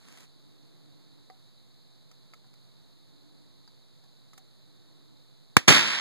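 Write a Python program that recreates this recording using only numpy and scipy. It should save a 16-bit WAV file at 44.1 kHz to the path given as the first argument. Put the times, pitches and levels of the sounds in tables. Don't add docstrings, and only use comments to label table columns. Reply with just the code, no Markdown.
import sys
import numpy as np
from scipy import signal
from scipy.fft import rfft, irfft, next_fast_len
from scipy.io import wavfile

SR = 44100
rng = np.random.default_rng(int(sys.argv[2]) if len(sys.argv) > 2 else 0)


def wav_record(signal):
    frames = np.transpose(np.atleast_2d(signal))
    bounded = np.clip(frames, -1, 1)
    quanta = np.round(bounded * 32767).astype(np.int16)
    wavfile.write(sys.argv[1], SR, quanta)


N = 264688


def charge():
    # (time [s], level [dB], length [ms])
    muzzle_waves = [(5.678, -15.5, 1.5), (5.681, -4.5, 4.74), (5.697, -9, 5.26), (5.7045, -8, 5.02),
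                    (5.721, -14, 3.8)]
    # (time [s], level [dB])
    roar_envelope = [(5.676, -36), (5.682, -12.5), (5.708, -14.5), (5.78, -20.5), (5.825, -27),
                     (5.94, -30.5), (6.0, -31.5)]
    # (frequency [Hz], level [dB])
    low_colour = [(60, -22), (110, 4), (190, 10.5), (500, -2.5), (900, -14), (1500, -27.5)]
    mid_colour = [(400, -19.5), (900, -4), (1300, -2), (2100, 2), (3800, 0.5), (5500, -6.5), (9000, -54)]
    high_colour = [(3500, -22), (6000, 5.5), (9000, -3.5), (15500, -26), (16500, -24)]
    low_sag_db_per_s, high_sag_db_per_s, ragged_db, crack_t60_s = 41, 14, 1.7, 0.1
    t, thumps = np.arange(N) / SR, 0
    for s, db, ms in muzzle_waves:
        thumps += from_db(db) * np.interp((t - s) * 1000 / ms, [0, 1], [1, -1], left=0, right=0)
    since = np.maximum(t - roar_envelope[0][0], 0)
    clumps = rms_one(signal.lfilter([1], [1, -.985], rng.standard_normal(N)))
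    level = (since > 0) * from_db(np.interp(t, *np.transpose(roar_envelope)) + ragged_db * clumps)
    shared_lows = from_db(-4) * coloured(low_colour)[0]
    own_lows = from_db(-6) * coloured(low_colour)
    lows = level * from_db(-4 - low_sag_db_per_s * since) * (shared_lows + own_lows)
    crack = 1 + from_db(5.5 - 60 * since / crack_t60_s)
    highs = crack * from_db(-13 - high_sag_db_per_s * since) * coloured(high_colour)
    near, far = level * (coloured(mid_colour) + highs)
    return at_ports(thumps + near, far, far_db=-10.5, own_db=-6.5) + lows


def priming_cap():
    # (level [dB], t60 [s])
    tails = [(-4.5, 0.017), (-24.5, 0.097), (-44.5, 0.4)]
    # (frequency [Hz], level [dB])
    tail_colour = [(90, -26), (250, 14), (800, 2), (2000, 8.5), (4000, 4.5), (8000, -6), (13000, -17),
                   (16400, -11)]
    fire_s, pull_ms, push_ms, echo_ms = 5.5675, 0.22, 1.05, .8
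    swing_hz, swing_t60_s = 125, .035
    t = np.arange(N) / SR - fire_s
    along = np.clip((t * 1000 - pull_ms) / push_ms, 0, 50)
    pull = (t > 0) * (along == 0)
    push = from_db(.5) * (along > 0) * (1 - along) * np.exp(-along)
    shock = push - pull
    shock += from_db(-5) * late(shock, count=int(echo_ms * SR / 1000))
    after = np.clip(t - (pull_ms + push_ms) / 1000, 0, 1)
    swing = from_db(-19 - 60 * after / swing_t60_s) * np.sin(2 * np.pi * swing_hz * after)
    fade = (t > .0004) * sum(from_db(db - 60 * np.clip(t, 0, 1) / t60) for db, t60 in tails)
    near, far = fade * coloured(tail_colour)
    return at_ports(from_db(6) * (shock - swing) + near, far, far_db=-12.5, own_db=-3.5)


def ticks():
    # (time [s], level [dB], snap [dB], hollow ring [dB], body pitch [Hz], thin ring [dB])
    hits = [(0.153, -52, -12, -22, 1300, -22), (0.173, -40.5, -14, -25, 2020, -26),
            (0.204, -56, 2, -20, 1960, -21), (1.3, -42, -24, -5.5, 1200, -16),
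            (2.114, -47.5, -12, -21, 1335, -9), (2.336, -38.5, -17.5, -40, 1323, -14),
            (2.444, -53, -26, -15, 1030, -17), (2.539, -54, -8.5, -31, 1370, -8),
            (3.677, -51.5, -13, -34, 960, 2.5), (4.039, -53.5, -16, -21, 980, -7),
            (4.333, -45, -11, -34, 1240, -24), (4.378, -50, 1, -7, 1480, -28)]
    # (multiple of body pitch [ratio], level [dB], t60 [s])
    body_modes = [(.7, -14, 0.0055), (1.0, -10, 0.024), (1.36, -17, 0.019), (1.62, -6.5, 0.011)]
    # (frequency [Hz], level [dB], t60 [s])
    hollow_modes = [(757, 0, .14), (500, -2, .04)]
    # (frequency [Hz], level [dB])
    snap_colour = [(2000, -11.5), (5000, -9), (7500, -10), (10000, -17.5), (15500, -18), (16000, -40)]
    bounce_s, snap_t60_s = .007, .045
    s, db, snap_db, hollow_db, body_hz, thin_db = np.transpose(hits)
    starts = np.round(s * SR).astype(int)
    after, body = np.arange(4000) / SR, np.zeros(N)
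    for start, hit_db, hz in zip(starts, db, body_hz):
        for multiple, mode_db, t60 in body_modes:
            fade = from_db(hit_db + mode_db + rng.normal(0, 2.3) - 60 * after / t60)
            body[start:start + len(after)] += fade * np.sin(2 * np.pi * multiple * hz * after)
    body += from_db(-7) * late(body, count=int(bounce_s * SR))
    clicks = np.zeros((3, N))
    clicks[:, starts] = from_db(db + np.array([hollow_db, thin_db, snap_db]))
    hollow_clicks, thin_clicks, snap_clicks = clicks
    hollow = sum(from_db(mode_db) * ring(hollow_clicks, hz, t60) for hz, mode_db, t60 in hollow_modes)
    thin = ring(thin_clicks, hz=4730, t60=0.045)
    snap_fade = signal.lfilter([1], [1, -from_db(-60 / (snap_t60_s * SR))], snap_clicks + 1e-18)
    near_snap, far_snap = snap_fade * coloured(snap_colour)
    return at_ports(body + hollow + thin + near_snap, far_snap, far_db=-15, own_db=-2)


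def rustle():
    # (frequency [Hz], level [dB])
    brush_colour = [(60, -35), (200, 22), (600, 8), (2000, 8.5), (6000, 3.5), (10000, -1.5), (15200, -12),
                    (15600, -58)]
    full_s, end_s, grow_db_per_s, fade_db_per_s, grains_per_s = 0.093, .245, 95, 600, 130
    t = np.arange(N) / SR
    db = -60.5 - grow_db_per_s * np.maximum(full_s - t, 0) - fade_db_per_s * np.clip(t - end_s, 0, 1)
    flares = (rng.random(N) < grains_per_s / SR) * rng.exponential(1, N)
    grain = 1 + from_db(-5.5) * signal.lfilter([1], [1, -.985], flares + 1e-18)
    return from_db(db) * grain * coloured(brush_colour)


def near_cricket():
    strokes_per_s = np.interp(np.arange(N) / SR, [3.9, 4.1], [43, 35])
    return trill(strokes_per_s, db=-68.5, top_hz=5040) * from_db([[-2], [-9]])


def trill(per_s, db, top_hz):
    stroke_ms, fall_hz, miss_chance = 14, 560, .05
    strokes = np.cumsum(per_s + np.zeros(N)) / SR + rng.random()
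    number = strokes.astype(int)
    luck, accent = rng.random((320, 2))[number].T
    along = np.clip((strokes - number) / per_s * 1000 / stroke_ms, 0, 1)
    strength = (luck > miss_chance) * from_db(db + 3.7 * accent)
    pitch = top_hz - fall_hz * along
    return strength * np.sin(np.pi * along) ** 2 * np.sin(2 * np.pi * np.cumsum(pitch) / SR)


def cricket_chorus():
    # (frequency [Hz], nominal width [Hz], level [dB])
    blur_bands = [(3705, 350, -77.5), (4072, 350, -75), (4386, 530, -77.5)]
    blur, singers = 0, np.zeros((2, N))
    for hz, width_hz, db in blur_bands:
        band = resonance(rng.standard_normal((2, N)), hz, width_hz * 1.2)
        blur += from_db(db) * rms_one(resonance(band, hz, width_hz * 1.3))
    for k, detune in enumerate(np.linspace(-1.8, 1.5, 10)):
        db = -72 - 5.4 * detune ** 2
        singers[k % 2] += trill(per_s=rng.normal(45.5, 1.3), db=db, top_hz=4320 + 300 * detune)
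    return at_ports(*(blur + singers), far_db=-25, own_db=2.0)


def background():
    # (frequency [Hz], level [dB])
    bed_colour = [(25, -0.5), (50, -9), (75, -7.5), (125, 3.5), (230, -6.5), (700, -17), (1500, -26),
                  (3000, -26), (8000, -30), (15200, -37.5), (15500, -72)]
    # (start [s], length [s], level at the crest [dB], frequency [Hz])
    rumble_swells = [(0.096, 1.4, -67, 293), (0.35, 0.94, -65.5, 138), (2.396, 0.57, -66, 136),
                     (2.85, 0.93, -67, 291), (4.2, 1.2, -69.5, 136), (4.44, 0.98, -69, 290)]
    bed = from_db(-62.5) * coloured(bed_colour)
    for s, length, db, hz in rumble_swells:
        swell = np.sin(np.pi * np.clip((np.arange(N) / SR - s) / length, 0, 1))
        bed += from_db(db) * swell * rms_one(resonance(rng.standard_normal((2, N)), hz, width_hz=35))
    return bed


def at_ports(direct, scattered, far_db, own_db):
    return np.array([direct, from_db(far_db) * late(direct, count=5) + from_db(own_db) * scattered])


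def coloured(spectrum):
    size = next_fast_len(N)
    hz = np.maximum(np.arange(size // 2 + 1) * SR / size, 1)
    hz_points, db = np.transpose(spectrum)
    gain = from_db(np.interp(np.log(hz), np.log(hz_points), db))
    return rms_one(irfft(rfft(rng.standard_normal((2, size))) * gain, size)[:, :N])


def resonance(x, hz, width_hz):
    r = np.exp(-np.pi * width_hz / SR)
    gain = (1 - r * r) / 2
    return signal.lfilter([gain, 0, -gain], [1, -2 * r * np.cos(2 * np.pi * hz / SR), r * r], x)


def ring(clicks, hz, t60):
    r, w = from_db(-60 / (t60 * SR)), 2 * np.pi * hz / SR
    return signal.lfilter([0, np.sin(w)], [1, -2 * r * np.cos(w), r * r], clicks + 1e-18)


def late(x, count):
    return np.concatenate([np.zeros(count), x[:N - count]])


def from_db(db):
    return 10 ** (np.asarray(db) / 20)


def rms_one(x):
    return x / np.sqrt(np.mean(x ** 2) + 1e-20)


def scene():
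    low_cut = signal.butter(3, 75, "high", fs=SR, output="sos")
    shot = signal.sosfilt(low_cut, priming_cap() + charge())
    return background() + cricket_chorus() + near_cricket() + rustle() + ticks() + shot


def record(dry):
    dc_offset = [
        [-.00097],
        [.0012],
    ]
    capsule_cut_hz, bass_hz, top_cut_hz = 60, 336, 16570
    ports = signal.sosfilt(signal.butter(2, capsule_cut_hz, "high", fs=SR, output="sos"), dry)
    bass = signal.sosfilt(signal.butter(1, bass_hz, fs=SR, output="sos"), ports)
    from_left, from_right = [[1.05], [.93]] * (ports - 0.063 * bass)
    wide = ports - [late(from_right, count=16), late(from_left, count=16)]
    clipped = np.clip(wide * from_db([[0], [1.2]]) + dc_offset, -.95, .95)
    return signal.sosfilt(signal.cheby2(14, 90, top_cut_hz, fs=SR, output="sos"), clipped)


dry = scene()
out = record(dry)
wav_record(out)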